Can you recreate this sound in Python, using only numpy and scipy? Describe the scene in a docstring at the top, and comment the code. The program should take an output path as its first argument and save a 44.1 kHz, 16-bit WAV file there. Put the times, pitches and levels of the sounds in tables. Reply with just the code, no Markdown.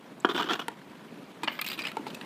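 """A quiet neighbourhood floor and rumbling wheels, then a stick slap: roller hockey on an asphalt driveway.
The goalie's wide stick is a bank of decaying modes, dragged on over the grit as dense random impacts and hiss.
A hollow ball knocks (modes plus a noise crack); a farther stick sweeps into it, clacks and chatters on the ground.
Bright ticks (loose grit, the sharp onsets of a ball knock and a blade clack) and soft thuds are short enveloped
sines; the house wall and cars return a short scattered echo."""
import sys
import numpy as np
from scipy import signal
from scipy.fft import rfft, irfft
from scipy.io import wavfile
from scipy.ndimage import uniform_filter1d

SR = 44100
rng = np.random.default_rng(int(sys.argv[2]) if len(sys.argv) > 2 else 0)


def int16_out(signal):
    """Quantize to a 16-bit WAV file."""
    q = np.round(np.clip(np.atleast_2d(signal).T, -1, 1) * 32767)
    wavfile.write(sys.argv[1], SR, q.astype(np.int16))


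N = 99225


def gain_of(db):
    """Decibels to amplitude gain."""
    return 10 ** (np.asarray(db) / 20)


def evened(x):
    """Scales to rms 1."""
    return x / np.sqrt(np.mean(x ** 2) + 1e-20)


def read(points, hz):
    """Reads a spectrum table on a log-frequency axis."""
    f, value = np.transpose(points)
    return np.interp(np.log(hz + 1), np.log(f + 1), value)


def coloured(x, points):
    """Filters by a spectrum table, rolled off below its first point."""
    hz = np.fft.rfftfreq(x.shape[-1], 1 / SR)
    low_cut = np.minimum(hz / points[0][0], 1) ** 2
    return irfft(rfft(x) * gain_of(read(points, hz)) * low_cut, x.shape[-1])


def add(mix, start_s, sound):
    """Mixes a sound in at a time, cut at the end of the mix."""
    part = mix[round(start_s * SR):][:len(sound)]
    part += sound[:len(part)]


# floor spectrum, relative: freq_hz, density_db_per_hz
FLOOR_SPECTRUM = [(25, -50), (117, -12), (141, -1.5), (256, 1), (489, -6.5), (796, -11), (962, -9),
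                  (1160, -12), (3340, -20.5), (5880, -31), (14800, -38), (16000, -67)]
# rumble rms over time: time_s, level_db
FLOOR_LEVEL = [(0, -49), (.2, -49.5), (.35, -42.5), (.7, -49.5), (1.15, -47.5), (1.4, -48.5), (1.9, -46),
               (2.25, -42.5)]
PEBBLES_PER_S, PEBBLES_RMS_DB = 39, -63.5


def neighbourhood_floor():
    """Wheels and outdoor air as noise with uneven time-frequency patches; pebbles tick as short modes."""
    frames = N // 128 + 5
    real, imag, raw = rng.standard_normal((frames, 257, 3)).T
    flicker = evened(uniform_filter1d(raw[0], 3))  # shared by all bins
    patches = uniform_filter1d(raw, 8, 0)
    patches = evened(uniform_filter1d(patches, 10, 1))
    z = (real + 1j * imag) * gain_of(1.5 * patches + 1.2 * flicker)
    air = signal.istft(z, nperseg=512, noverlap=384)[1][:N]
    time_s, level_db = np.transpose(FLOOR_LEVEL)
    level = gain_of(np.interp(np.arange(N) / SR, time_s, level_db))
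    rumble = evened(coloured(air, FLOOR_SPECTRUM)) * level

    size = gain_of(2.8 * np.minimum(rng.exponential(1, N), 4))
    size = size * (rng.random(N) < PEBBLES_PER_S / SR)
    kind, t, pebbles = rng.integers(0, 12, N), np.arange(600) / SR, np.zeros(N)
    for k, hz in enumerate(np.geomspace(500, 4500, 12)):
        tick = np.exp(-t * hz / 2) * np.sin(2 * np.pi * hz * t)
        pebbles += signal.oaconvolve(size * (kind == k), tick)[:N]
    return rumble + gain_of(PEBBLES_RMS_DB) * evened(pebbles)


ECHO_DB, ECHO_T60_S, ECHO_DELAY_S, ECHO_LOWPASS_HZ = -21, 0.28, .012, 4180


def yard_echo(x):
    """Scattered reflections from the house wall and the cars: sparse decaying taps, lowpassed."""
    t = np.arange(SR // 3) / SR
    taps = rng.choice([-1., 1.], len(t)) * (rng.random(len(t)) < 2000 / SR)
    taps = taps * gain_of(-60 * t / ECHO_T60_S) * (t > ECHO_DELAY_S)
    taps = signal.lfilter(*signal.butter(1, ECHO_LOWPASS_HZ, fs=SR), taps)
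    return gain_of(ECHO_DB) * signal.oaconvolve(x, taps / np.linalg.norm(taps))[:N]


# soft low thuds, perhaps a skate or pad: start_s, level_db, pitch_hz
THUDS = [(.473, -31, 330), (1.120, -37, 270), (1.992, -26, 290)]
THUD_T60_S, THUD_RISE_S = .06, 0.0048


def thuds():
    """A soft blow: one low decaying sine with a soft onset."""
    out, t = np.zeros(N), np.arange(3000) / SR
    for start_s, level_db, pitch_hz in THUDS:
        envelope = gain_of(level_db - 60 * t / THUD_T60_S) * np.minimum(t / THUD_RISE_S, 1)
        add(out, start_s, envelope * np.sin(2 * np.pi * pitch_hz * t))
    return out


# small bright ticks: loose grit, plus the sharp onsets of a ball knock and a blade clack:
# start_s, level_db, centre_hz, width_hz
TICKS = [(0.2007, -52, 12300, 900), (0.2015, -40.5, 6900, 1500), (0.2052, -40, 7800, 600),
         (0.338, -35.5, 13000, 7000), (0.6828, -22.5, 9800, 5030), (1.6151, -12, 13200, 7040),
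         (1.687, -22, 13600, 6000), (1.918, -32.5, 10900, 9000)]


def bright_ticks():
    """Loose grit and sharp onsets: a sine under a rise-and-decay envelope, shorter as the band widens."""
    out, t = np.zeros(N), np.arange(3000) / SR
    for start_s, level_db, centre_hz, width_hz in TICKS:
        x = np.pi * width_hz * t
        add(out, start_s, gain_of(level_db) * x * np.exp(1 - x) * np.sin(2 * np.pi * centre_hz * t))
    return out


SPOT_DB, SPOT_DETUNE = 1.5, 0.04  # deviations per unit of spot
SWELL_CYCLES = 0.18


def ring(modes, contact_s, pitch=1.0, tilt_db=0., spot=0.):
    """Answer of a body to one blow; a longer contact dulls it, the spot struck recolours it. Peak 1."""
    t, out = np.arange(6000) / SR, 0
    spots = spot * rng.standard_normal((len(modes), 2))
    for (mode_hz, level_db, t60_s), (spot_level, spot_pitch) in zip(modes, spots):
        level_db = level_db + SPOT_DB * spot_level + tilt_db * np.log2(mode_hz / 1500)
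        decay = gain_of(level_db - 60 * t / max(t60_s, .005))
        hz = mode_hz * pitch * (1 + SPOT_DETUNE * spot_pitch)
        swell = 1 - np.exp(-t * hz / SWELL_CYCLES)
        out = out + decay * swell * np.sin(2 * np.pi * hz * t)
    contact = np.hanning(len(t[t < 2 * contact_s]) + 3)
    out = np.convolve(out, contact)[:len(t)]
    return out / abs(out).max()


# knocks of the hollow ball: start_s, level_db, pitch_factor, crack_db (relative to the ring)
KNOCKS = [(0.6823, -21, 1.03, -7), (0.716, -42, 1.23, -8), (1.433, -22.5, 1.04, -9), (1.969, -19, 1, -15),
          (2.067, -27, 0.975, -12.5)]
# ball modes at pitch_factor 1: mode_hz, level_db, t60_s
BALL_MODES = [(304, -10.5, 0.089), (448, 1.5, 0.038), (890, 9.5, 0.032), (1090, -21, 0.04),
              (1348, -4, 0.051), (2240, -0.5, .013), (4560, -37, 0.0092)]
# colour of the ball's crack: freq_hz, level_db
CRACK_SPECTRUM = [(1500, 0), (4500, -3), (5700, -20), (7500, -12), (15000, -30)]
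BALL_CONTACT_S, CRACK_DECAY_S = .0001, 0.0029


def ball_knocks():
    """The struck shell rings; a decaying burst of coloured noise makes the hard crack."""
    out, t = np.zeros(N), np.arange(6000) / SR
    for start_s, level_db, pitch_factor, crack_db in KNOCKS:
        crack = evened(coloured(rng.standard_normal(6000), CRACK_SPECTRUM)) * np.exp(-t / CRACK_DECAY_S)
        body = ring(BALL_MODES, BALL_CONTACT_S, pitch_factor)
        add(out, start_s, gain_of(level_db) * (body + gain_of(crack_db) * crack))
    return out


GRIT_PER_S, GRIT_SPREAD_DB, LUMPS_DB = 4000, 4, 1.5
DRAG_CONTACT_S, FADE_S, HISS_FADE_S = .00008, .003, .0022
DAMPED, PRESSED_T60_S = 0.6, .03  # pressed blade: t60 factor, longest t60
BITE = 4.6  # size of a catch's first impact against the grit after it
SLIDE = .3  # share of the hiss that lingers between catches
# level of the hiss above TOP_HZ, before top_share: time_s, level_db
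TOP_LEVEL = [(1.49, -15), (1.52, -1), (1.72, -3), (1.8, -11), (2.05, -13)]
TOP_HZ = 11360


def scrape(catches, modes, hiss_spectrum, rise_s, sag_s, top_share=0):
    """Dense uneven grit impacts ring the blade and hiss while it touches the ground."""
    t, body_out, hiss_level = np.arange(3000) / SR, np.zeros(N), np.zeros(N)
    grit = gain_of(GRIT_SPREAD_DB * np.minimum(rng.exponential(1, N), 3)) * rng.choice([-1, 1], N)
    grit = evened(grit * (rng.random(N) < GRIT_PER_S / SR))
    lumps = gain_of(LUMPS_DB * evened(uniform_filter1d(rng.standard_normal(N), size=130)))
    grit = evened(grit * lumps)
    pressed = np.multiply(modes, [1, 1, DAMPED])
    pressed[:, 2] = np.minimum(pressed[:, 2], PRESSED_T60_S)

    for start_s, level_db, length_s, hiss_db, tilt_db in catches:
        touch = np.clip(t / rise_s, 0, 1) * np.exp(-np.minimum(t, length_s) / sag_s)
        after_s = np.maximum(t - length_s, 0)
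        body = ring(pressed, DRAG_CONTACT_S, tilt_db=tilt_db, spot=1.0)
        impacts = grit[round(start_s * SR):][:len(t)]
        power = np.mean(impacts[:round((length_s + FADE_S) * SR)] ** 2)
        impacts = impacts / np.sqrt(power + 0.037)
        impacts[round(rise_s * SR)] += BITE
        impacts = (touch * np.exp(-after_s / FADE_S))[:len(impacts)] * impacts
        rung = signal.fftconvolve(impacts, body / np.linalg.norm(body))
        add(body_out, start_s, .5 * gain_of(level_db) * rung)
        hiss_shape = 0.94 * np.exp(-after_s / HISS_FADE_S) + np.exp(-t / 0.00046)  # catch + initial spit
        add(hiss_level, start_s, gain_of(level_db + hiss_db) * touch * hiss_shape)

    hiss = evened(coloured(.5 * grit + lumps * rng.standard_normal(N), hiss_spectrum))
    hz, frames_s, z = signal.stft(hiss, SR, nperseg=256)
    patches = uniform_filter1d(rng.standard_normal(z.shape), size=9, axis=0)
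    patches = evened(uniform_filter1d(patches, size=4, axis=1))
    top_db = top_share * np.interp(frames_s, *np.transpose(TOP_LEVEL))
    z = z * gain_of(3.3 * patches + (hz[:, None] > TOP_HZ) * top_db)
    hiss = signal.istft(z, SR, nperseg=256)[1][:N]
    hiss_level = hiss_level + SLIDE * signal.lfilter([.001], [1, -.999], hiss_level)
    return body_out + hiss_level * hiss


# far blade on the ground: start_s, level_db, length_s, hiss_db (re level_db), tilt_db_per_octave
CLACKS = [(1.433, -24.5, 0.017, -10.5, -14), (1.590, -21.5, 0.005, -22, 3), (1.6125, -27, 0.0023, -9, 0),
          (1.6155, -25, 0.0063, -11.5, -4), (1.644, -28, 0.0074, -9, 3), (1.6635, -27.5, 0.0083, -2, 4),
          (1.675, -33, 0.006, -5, 15), (1.6865, -28.5, 0.0048, -8.5, 15), (1.6995, -27.5, 0.01, -9, 21),
          (1.7155, -27, 0.007, -9, 4), (1.729, -30.5, 0.029, -6, 12), (1.777, -30, 0.013, -12, -12),
          (1.790, -23, 0.026, -13.5, 7), (1.819, -30, 0.0073, -15, 23.5), (1.8365, -26.5, 0.015, -17, 3),
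          (1.8515, -25, 0.012, -19, 6), (1.8685, -24.5, 0.0086, -14, 9), (1.883, -31.5, 0.019, -11.5, 6),
          (1.916, -33.5, 0.0033, -12, -7), (2.070, -40.5, 0.016, -1, 13), (2.102, -38.5, 0.0076, -6, 6),
          (2.146, -36, 0.006, 0.5, 7), (2.212, -31, 0.0018, -11, -1)]
# far blade modes before pressing: mode_hz, level_db, t60_s
FAR_MODES = [(330, -26, 0.054), (1346, -3.5, 0.057), (1750, 6.5, 0.015), (2026, 0.5, 0.088),
             (2420, 9, 0.028), (2580, 8, 0.03), (2864, 4, 0.026), (3600, -20, 0.01), (4780, -3.5, 0.026)]
# far hiss colour, also for the shot: freq_hz, level_db
FAR_HISS = [(4000, -2.5), (6100, -19.5), (7000, -15), (8500, -14.5), (10800, -24), (12500, -7.5),
            (15200, -7.5)]


def far_blade_clacks():
    """Short ground contacts of the far blade, each ringing and hissing."""
    return scrape(CLACKS, FAR_MODES, FAR_HISS, rise_s=0.00043, sag_s=0.015, top_share=1)


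# far stick into the ball and on: start_s, level_db, length_s, hiss_db (re level_db), tilt_db_per_octave
SHOT = [(1.4745, -16, 0.0081, -30, 4.5), (1.49, -31, 0.018, -22, -3), (1.515, -37, .07, -15.5, 2)]
# far shaft modes before pressing: mode_hz, level_db, t60_s
SHAFT_MODES = [(336, -11.5, 0.057), (680, -11.5, .03), (1240, 1, 0.016), (1720, 0.5, 0.021),
               (2046, 0.5, 0.027), (2440, -0.5, 0.018), (2960, 4, 0.012), (3630, -15, 0.011),
               (4250, -7.5, 0.013)]
NEAR_SAG_S = 0.1  # shared with the goalie's drag


def far_shot():
    """The far stick sweeps into the ball and drags on; grit impacts ring its shaft."""
    return scrape(SHOT, SHAFT_MODES, FAR_HISS, rise_s=0.001226, sag_s=NEAR_SAG_S, top_share=0.75)


# near blade catching on asphalt: start_s, level_db, length_s, hiss_db (re level_db), tilt_db_per_octave
DRAG = [(.249, -23.5, 0.0068, -23, 4.5), (.288, -21, 0.031, -28.5, -0.5), (.346, -22.5, 0.017, -24.5, 1),
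        (.364, -28, 0.01, -21, 5), (.377, -20.5, 0.012, -24, 3), (.395, -19.5, 0.017, -26.5, 1),
        (.421, -22.5, 0.01, -24, 0.5), (.440, -26.5, 0.0062, -24, -2.5), (.458, -29, 0.02, -32, -0.5),
        (.487, -21.5, 0.017, -28, 2), (.505, -19, 0.0098, -25, 1), (.518, -24, 0.012, -20, 0.5),
        (.532, -21.5, 0.011, -20.5, 1), (.552, -24.5, 0.0077, -23, 0.5), (.592, -23.5, 0.012, -23, -0.5),
        (.613, -31, 0.011, -24, 2.5)]
# near stick modes, pressed in the drag, free in the slap: mode_hz, level_db, t60_s
NEAR_MODES = [(285, -23, 0.05), (377, 9, 0.025), (470, -5, 0.05), (720, -17.5, 0.21), (780, -5.5, 0.05),
              (986, -4, 0.077), (1192, 11.5, 0.012), (1410, 10.5, 0.018), (1650, -5, 0.073),
              (2500, -4, 0.044), (3045, 9, 0.02), (3330, 7, 0.022), (4200, -6.5, 0.016),
              (5200, -7.5, 0.016)]
# near hiss colour: freq_hz, level_db
NEAR_HISS = [(2000, 8), (5500, 2.5), (7000, 1), (9500, -10), (13500, -6.5), (15200, -3)]


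def goalie_drag():
    """The wide blade catches on the grit again and again; each catch rings and hisses."""
    return scrape(DRAG, NEAR_MODES, NEAR_HISS, rise_s=0.00072, sag_s=NEAR_SAG_S)


# slap of the near stick: start_s, level_db
SLAP = [(.2475, -5)]
SLAP_CONTACT_S = 0.00021


def goalie_slap():
    """One blow on the ground rings the free modes of the wide stick."""
    out = np.zeros(N)
    for start_s, level_db in SLAP:
        add(out, start_s, gain_of(level_db) * ring(NEAR_MODES, SLAP_CONTACT_S))
    return out


BASS_CUT_HZ = 205


def scene():
    """Sticks and ball, which radiate little bass, in the yard over the floor."""
    play = thuds() + bright_ticks() + ball_knocks()
    play = play + far_blade_clacks() + far_shot() + goalie_drag() + goalie_slap()
    play = signal.sosfilt(signal.butter(6, BASS_CUT_HZ, "high", fs=SR, output="sos"), play)
    return (neighbourhood_floor() + yard_echo(play) + play)[None]


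# treble roll-off: freq_hz, level_db
TREBLE_ROLLOFF = [(20, 0), (15100, 0), (15350, -22), (16300, -45)]
EDGE_HZ = 16371


def record(dry):
    """The top of the treble rolls off, then the band limit."""
    band_limit = signal.firwin(511, EDGE_HZ, window=("kaiser", 9), fs=SR)
    return signal.oaconvolve(coloured(dry, TREBLE_ROLLOFF), band_limit[None], "same")


dry = scene()
out = record(dry)
int16_out(out)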